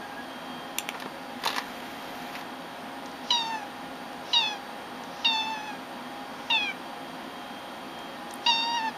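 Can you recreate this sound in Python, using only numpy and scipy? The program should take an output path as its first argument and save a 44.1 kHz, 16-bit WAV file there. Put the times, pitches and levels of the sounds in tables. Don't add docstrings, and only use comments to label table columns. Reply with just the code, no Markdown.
import sys
import numpy as np
from scipy import signal
from scipy.fft import rfft, irfft, next_fast_len
from scipy.io import wavfile

SR = 44100
rng = np.random.default_rng(int(sys.argv[2]) if len(sys.argv) > 2 else 0)


def unload_wav(signal):
    wavfile.write(
        sys.argv[1],
        SR,
        np.round(np.clip(np.atleast_2d(signal).T, -1, 1) * 32767).astype(np.int16),
    )


N = 395577
TIME, BINS = np.arange(N) / SR, np.fft.rfftfreq(N, 1 / SR)


def cat():
    # (start [s], length [s], mouth shuts after [s], open mouth resonance [Hz], shut resonance [Hz],
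    #  low throat base level [dB], upper throat base level [dB])
    mews = [(3.304, 0.35, 0.2, 3430, 3050, -35.5, -38.5), (4.331, 0.26, 0.15, 3410, 3200, -37, -42),
            (5.245, 0.53, 0.287, 3350, 2966, -41, -44), (6.499, 0.226, .185, 3220, 2370, -49, -45),
            (8.461, .452, 0.3, 3330, 2950, -34, -44)]
    # (time [s], pitch [Hz], nasal level [dB], mouth level [dB])
    contours = [
        [(3.306, 1008, -37, -21), (3.322, 974, -29, -26), (3.424, 907, -35.5, -35.5), (3.528, 899, -32.5, -48),
         (3.546, 881, -31, -48), (3.59, 856, -40, -52), (3.616, 818, -43, -70), (3.636, 807, -35.5, -55),
         (3.646, 813, -47, -64), (3.655, 801, -44, -52)],
        [(4.335, 977, -34, -22), (4.353, 948, -30.5, -26), (4.375, 937, -32.5, -18), (4.401, 922, -34, -26.5),
         (4.431, 866, -34, -28), (4.473, 863, -39.5, -29.5), (4.509, 837, -42, -41), (4.529, 845, -35.5, -43),
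         (4.553, 800, -44, -51)],
        [(5.251, 938, -35, -25), (5.259, 925, -34, -20.5), (5.321, 896, -33.5, -30), (5.347, 885, -30.5, -29.5),
         (5.443, 877, -36.5, -33.5), (5.519, 885, -32, -42), (5.605, 844, -43, -47), (5.669, 863, -42, -47),
         (5.705, 825, -37.5, -49), (5.75, 813, -43, -56)],
        [(6.503, 938, -31.5, -25.5), (6.565, 877, -31.5, -24.5), (6.587, 843, -46, -28),
         (6.649, 823, -38, -29.5), (6.661, 808, -42, -31.5), (6.693, 782, -62, -32), (6.712, 755, -42, -31.5)],
        [(8.466, 936, -29, -24), (8.492, 950, -23.5, -23.5), (8.524, 913, -32, -27), (8.61, 914, -36, -29.5),
         (8.666, 928, -30.5, -36), (8.772, 944, -29.5, -34.5), (8.81, 884, -32, -52), (8.85, 900, -30.5, -52),
         (8.882, 879, -28.5, -51), (8.903, 811, -40, -43)],
    ]
    # (lead [s], level [dB], centre [Hz])
    breaths = [(.09, -44.5, 4100), (.11, -44, 3800), (.21, -48.5, 4000), (0.3, -56, 4800),
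               (0.044, -46, 4300)]
    out = np.zeros(N)
    for shape, contour, (lead_s, air_db, air_hz) in zip(mews, contours, breaths):
        start = shape[0]
        add(out, start, mew(shape, contour))
        snap = strike(lambda hz: bell(hz, 3200, 3000), db=-34, ring_s=.0023, chatter=5)
        add(out, start + .0035, snap)
        swell = np.clip(1 + (TIME - start) / lead_s, 0, 1)
        fade = np.exp(-np.maximum(TIME - start, 0) / .072)
        hiss = noise(bell(BINS, air_hz, 2600) + amp(-4) * bell(BINS, 5600, 500))
        out += amp(air_db) * swell * fade * hiss
    return out + voice_catch() + mouth_ticks()


def mew(shape, contour, shimmer=.097, waver_db=2.5, attack_s=.0035, release_s=.022):
    # (centre [Hz], width [Hz], gain [dB])
    throat_modes = [(4580, 1270, -4), (5940, 430, -9), (7120, 260, -19.5), (9900, 3600, -30)]
    start, length, shut_s, open_hz, shut_hz, low_throat_db, upper_throat_db = shape
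    t = np.arange(0, length, 1 / SR)
    n, harmonics = len(t), np.arange(1, 14)
    times, *curves = np.transpose(contour)
    pitch, nasal_db, mouth_db = (np.interp(start + t, times, curve) for curve in curves)
    pitch = pitch * (1 + .041 * np.exp(-t / .0053))

    jaw_hz = open_hz * (1 - .1 * np.exp(-t / .02)) + (shut_hz - open_hz) * step(t, shut_s, .067)
    mouth_hz = jaw_hz * pitch / 900
    mouth = bell(harmonics[:, None] * pitch, mouth_hz, 850)
    mouth = amp(mouth_db) * mouth / np.linalg.norm(mouth, axis=0)
    low_throat = amp(low_throat_db + .73 * (mouth_db + 30))
    upper_throat = amp(upper_throat_db + .25 * (mouth_db + 30))
    effort = amp(.25 * (nasal_db + 33))
    shut = step(t, shut_s, .013)
    nasal_rolloff_db = 16 * (1 - shut) + 7 * shut

    onset = np.exp(-t / .014)
    jitter = .0045 + .026 * onset
    rasp = amp(-27.5) + amp(-12) * onset
    phase = 2 * np.pi * np.cumsum(pitch * (1 + jitter * wander(n, 153))) / SR
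    out = np.zeros(n)
    for k, through_mouth in zip(harmonics, mouth):
        hz = k * pitch
        nose = amp(nasal_db - nasal_rolloff_db * (k - 1))
        throat = low_throat * body(throat_modes[:1], hz) + upper_throat * body(throat_modes[1:], hz)
        level = np.sqrt(nose ** 2 + through_mouth ** 2 + (effort * throat) ** 2)
        lag = 2 * np.arctan((hz - mouth_hz) / 650)
        skirt = wander(n, 1200) * np.cos(k * phase) + wander(n, 1200) * np.sin(k * phase)
        waver = amp(waver_db * min((k - 1) / 4, 1) * wander(n, 21))
        out += waver * level * (np.cos(k * phase - lag) + rasp * min(k / 3, 1) * skirt)
    gate = np.clip(np.minimum(t / attack_s, (length - t) / release_s), 0, 1)
    return np.sqrt(2) * out * gate * (1 + shimmer * wander(n, 140))


def voice_catch():
    # (time [s], width [s], centre [Hz], width [Hz], level [dB])
    puff = (3.381, .017, 2800, 350, -37)
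    s, width_s, centre_hz, width_hz, db = puff
    return amp(db) * bell(TIME, s, width_s) * noise(bell(BINS, centre_hz, width_hz))


def mouth_ticks():
    # (time [s], level [dB], centre [Hz], ring [s])
    ticks = [(3.0595, -43.5, 5260, .003), (3.115, -51, 5500, .002), (4.131, -52, 6000, .002),
             (5.037, -46, 5400, 0.0022), (7.989, -49, 7000, .003), (8.31, -42, 6160, 0.0018),
             (8.3395, -38.5, 9800, .0007), (8.3585, -50, 13000, .0007)]
    out = np.zeros(N)
    for s, db, centre_hz, ring_s in ticks:
        add(out, s, strike(lambda hz: bell(hz, centre_hz, 3100), db, ring_s, chatter=2.5))
    return out


def eject_button():
    # (time [s], level [dB], tilt [dB/octave], ring [s], favoured frequency [Hz])
    clicks = [(.7852, -21, 1, 0.0016, 6100), (.8897, -25, -3, 0.00093, 2580)]
    # (centre [Hz], width [Hz], gain [dB])
    modes = [(700, 790, -1), (2720, 860, 4.5), (3370, 600, -4), (4670, 750, -7), (6000, 720, -5.5),
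             (7230, 560, -2), (9500, 1200, -14.5), (12600, 4000, -7)]
    return plastic(clicks, modes, chatter=2.8, favour_db=8.5)


def tray_knocks():
    # (time [s], level [dB], tilt [dB/octave], ring [s], favoured frequency [Hz])
    knocks = [(.944, -31.5, -6, .012, 1700), (1.0, -37, 6, .008, 3300), (1.022, -33.5, -0.5, 0.0036, 2900),
              (1.0595, -31, -8.5, 0.0022, 1800), (1.4375, -28.5, 0.5, .0045, 4630),
              (1.452, -27.5, 6.5, 0.0058, 2200), (1.458, -25, -2.5, .0062, 1200),
              (1.463, -25, -2, 0.0029, 1000), (1.4742, -21, 1.5, 0.0049, 3800),
              (1.482, -33, -1, .0055, 3800), (1.5625, -26.5, 2, .008, 9800), (1.582, -22, 1, .0067, 2010),
              (2.352, -32.5, 1, .01, 2500), (2.411, -37, 0, .0044, 1800)]
    # (start [s], length [s], average tap level [dB])
    rattles = [(.95, 0.038, -45), (1.492, 0.062, -32), (1.557, .024, -37.5), (2.329, 0.047, -45)]
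    # (centre [Hz], width [Hz], gain [dB])
    modes = [(360, 450, -2), (840, 210, -12), (1060, 420, 4), (1800, 250, 0), (2530, 810, -3.5),
             (3800, 680, -6), (4770, 1100, -11), (6100, 2000, -18), (9800, 2600, -24), (12600, 3000, -27)]
    taps = [tap for run in rattles for tap in rattle(*run)]
    return plastic(knocks + taps, modes, chatter=10, favour_db=6)


def rattle(start, length, db, count=5, spread_db=5.5, ring_s=.007):
    for k, (late, force, place) in enumerate(rng.uniform(-1, 1, (count, 3))):
        s = start + length * (k + late / 4) / count
        yield s, db + spread_db * force, 0, ring_s, 2500 * 2 ** (place / 2)


def tray_slide(start_s=1.38, stop_s=2.43, ramp_s=.035, db=-47.5):
    # (frequency [Hz], relative level [dB])
    rails = [(100, -7), (500, -6), (2000, 4.5), (4500, -6), (7000, -12), (10000, -19), (12500, -9.5),
             (15000, -19)]
    moving = np.clip(np.minimum(TIME - start_s, stop_s - TIME) / ramp_s, 0, 1)
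    hiss = noise(amp(read(rails, BINS)))
    grain = unit(amp(1.9 * noise(bell(BINS, 0, 150))))
    return amp(db) * moving * hiss * grain


def plastic(blows, modes, chatter, favour_db):
    out = np.zeros(N)
    for s, db, tilt_db, ring_s, favoured_hz in blows:
        def colour(hz):
            octaves = np.log2((hz + 500) / 3000)
            return body(modes, hz) * amp(tilt_db * octaves + favour_db * bell(hz, favoured_hz, 770))
        add(out, s, strike(colour, db, ring_s, chatter))
    return out


def strike(colour, db, ring_s, chatter, size=4096):
    t, hz = np.arange(size) / SR, abs(np.fft.fftfreq(size, 1 / SR))
    contact = unit(1. * (t == 0)) + chatter * unit(rng.standard_normal(size) * np.exp(-t / ring_s))
    radiated = hz ** 2 / (hz ** 2 + 300 ** 2)
    log_gain = np.log(colour(hz) * radiated + 1e-4)
    response = np.exp(np.conj(signal.hilbert(log_gain)))[:size // 2 + 1]
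    return amp(db) * unit(irfft(rfft(contact) * response)) * np.sqrt(.005 * SR / size)


def squeaks(bend=.039, waver=.0072):
    # (start [s], length [s], top pitch [Hz], level [dB])
    chirps = [(0, 0.07, 1640, -45.5), (.095, 0.062, 1625, -47), (0.16, .065, 1665, -43)]
    out = np.zeros(N)
    for s, length, top_hz, db in chirps:
        arch = np.sin(np.pi * np.arange(0, length, 1 / SR) / length)
        hz = top_hz * (1 - bend * (1 - arch) + waver * wander(len(arch), 150))
        add(out, s, amp(db) * arch * tone(hz))
    return out


def fan_rush(level_db=-40.5):
    # (frequency [Hz], relative level [dB])
    spectrum = [(18, -53), (30, -22.5), (136, -13), (247, -2.5), (296, -9), (328, -8.5), (597, -8),
                (794, -1), (859, -6.5), (928, -3.5), (2190, -13), (3320, -14.5), (7830, -31.5),
                (8470, -29.5), (15000, -33)]
    # (centre [Hz], width [Hz], boost [dB])
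    case_modes = [(169, 15, 6), (262.7, 47, 9.5), (338, 37, 5.5), (510, 28, 4.5), (552, 19.6, 9),
                  (645, 48, 4.5), (950, 45, 0.5), (1800, 100, 2), (3300, 220, -1)]
    case_db = sum(db * bell(BINS, centre, width) for centre, width, db in case_modes)
    return amp(level_db) * noise(amp(read(spectrum, BINS) + case_db))


def computer_hum(fan_turn_hz=102.3, whine_hz=3210, waver=.28, speed_drift=.001018, points=4096):
    orders = [4, 7, 8, 9, 10, 12, 14, 16, 18]
    order_levels = [-61.5, -52.5, -49, -57.5, -59, -62.5, -61, -62, -61.5]
    # (frequency [Hz], level [dB])
    steady_tones = [(82, -79), (246, -61), (264, -66), (333.8, -59.5), (489.8, -60), (953, -60.5),
                    (3278, -66.5), (3348, -67.5), (3865, -65.5), (4603, -64.5), (8527, -70.5),
                    (9254, -74.5), (9771, -84)]
    # (time [s], width [s], rise [dB])
    whine_swells = [(.6, 0.55, 8.5), (2.2, 0.79, 5), (8.25, 1.5, 8)]
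    fan_tones = [(k * fan_turn_hz, db) for k, db in zip(orders, order_levels)]
    whine_db = -61.5 + sum(db * bell(TIME, s, width) for s, width, db in whine_swells)
    slow_time = np.linspace(0, TIME[-1], points)
    out = np.zeros(N)
    for hz, db in fan_tones + steady_tones + [(whine_hz, whine_db)]:
        swell, drift = (np.interp(TIME, slow_time, wander(points, 520)) for _ in range(2))
        out += amp(db) * (1 + waver * swell) * tone(hz * (1 + speed_drift * drift))
    return out


def room(x, early_db, tail_db, early_s=.0062):
    # (frequency [Hz], time to fall 60 dB [s])
    decay = [(200, 0.41), (1000, 0.24), (4000, 0.21), (12000, 0.13)]
    t = np.arange(SR // 2) / SR
    taps = rng.choice([-1., 1.], len(t)) * (rng.random(len(t)) < 2000 / SR) * (t > .0015)
    hz, s, bands = signal.stft(taps * (t > .008), SR, nperseg=256)
    bands = bands * amp(-60 * s / read(decay, hz)[:, None])
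    tail = signal.istft(bands, SR, nperseg=256)[1][:len(t)]
    echo = amp(early_db) * unit(taps * np.exp(-t / early_s)) + amp(tail_db) * unit(tail)
    return x + signal.fftconvolve(x, echo / np.sqrt(len(t)))[:N]


def amp(db):
    return 10 ** (np.asarray(db) / 20)


def unit(x):
    return x / np.sqrt(np.mean(x ** 2) + 1e-20)


def read(points, hz):
    f, value = np.transpose(points)
    return np.interp(np.log(hz + 1), np.log(f + 1), value)


def add(mix, s, sound):
    part = mix[max(round(s * SR), 0):][:len(sound)]
    part += sound[:len(part)]


def step(t, at_s, width_s):
    return .5 + .5 * np.tanh((t - at_s) / width_s)


def bell(x, centre, width):
    return 1 / (1 + ((x - centre) / width) ** 2) ** 2


def body(modes, hz):
    return sum(amp(db) * bell(hz, centre, width) for centre, width, db in modes)


def tone(hz):
    return np.sqrt(2) * np.sin(2 * np.pi * np.cumsum(hz) / SR)


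def wander(n, rate_hz):
    size = next_fast_len(n, True)
    lowpass = bell(np.fft.rfftfreq(size, 1 / SR), 0, rate_hz)
    return unit(irfft(rfft(rng.standard_normal(size)) * lowpass, size)[:n])


def noise(gain):
    size = next_fast_len(N, True)
    colour = np.interp(np.fft.rfftfreq(size, 1 / SR), BINS, gain)
    return unit(irfft(rfft(rng.standard_normal(size)) * colour, size)[:N])


def scene():
    near = room(cat(), early_db=-19, tail_db=-17)
    drive = tray_slide() + eject_button() + tray_knocks()
    far = room(drive + squeaks(), early_db=-11.5, tail_db=-15)
    return (near + far + fan_rush() + computer_hum())[None]


def record(dry, ceiling=.34, notch_hz=7900, notch_db=-20, cutoff_hz=15100):
    rounded = dry / (1 + (dry / ceiling) ** 8) ** (1 / 8)
    hz = np.linspace(0, SR / 2, 1025)
    notch = signal.firwin2(511, hz, amp(notch_db * bell(hz, notch_hz, 380)), fs=SR)
    lowpass = signal.firwin(511, cutoff_hz, window=("kaiser", 9), fs=SR)
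    return signal.oaconvolve(rounded, np.convolve(notch, lowpass)[None], "same")


dry = scene()
out = record(dry)
unload_wav(out)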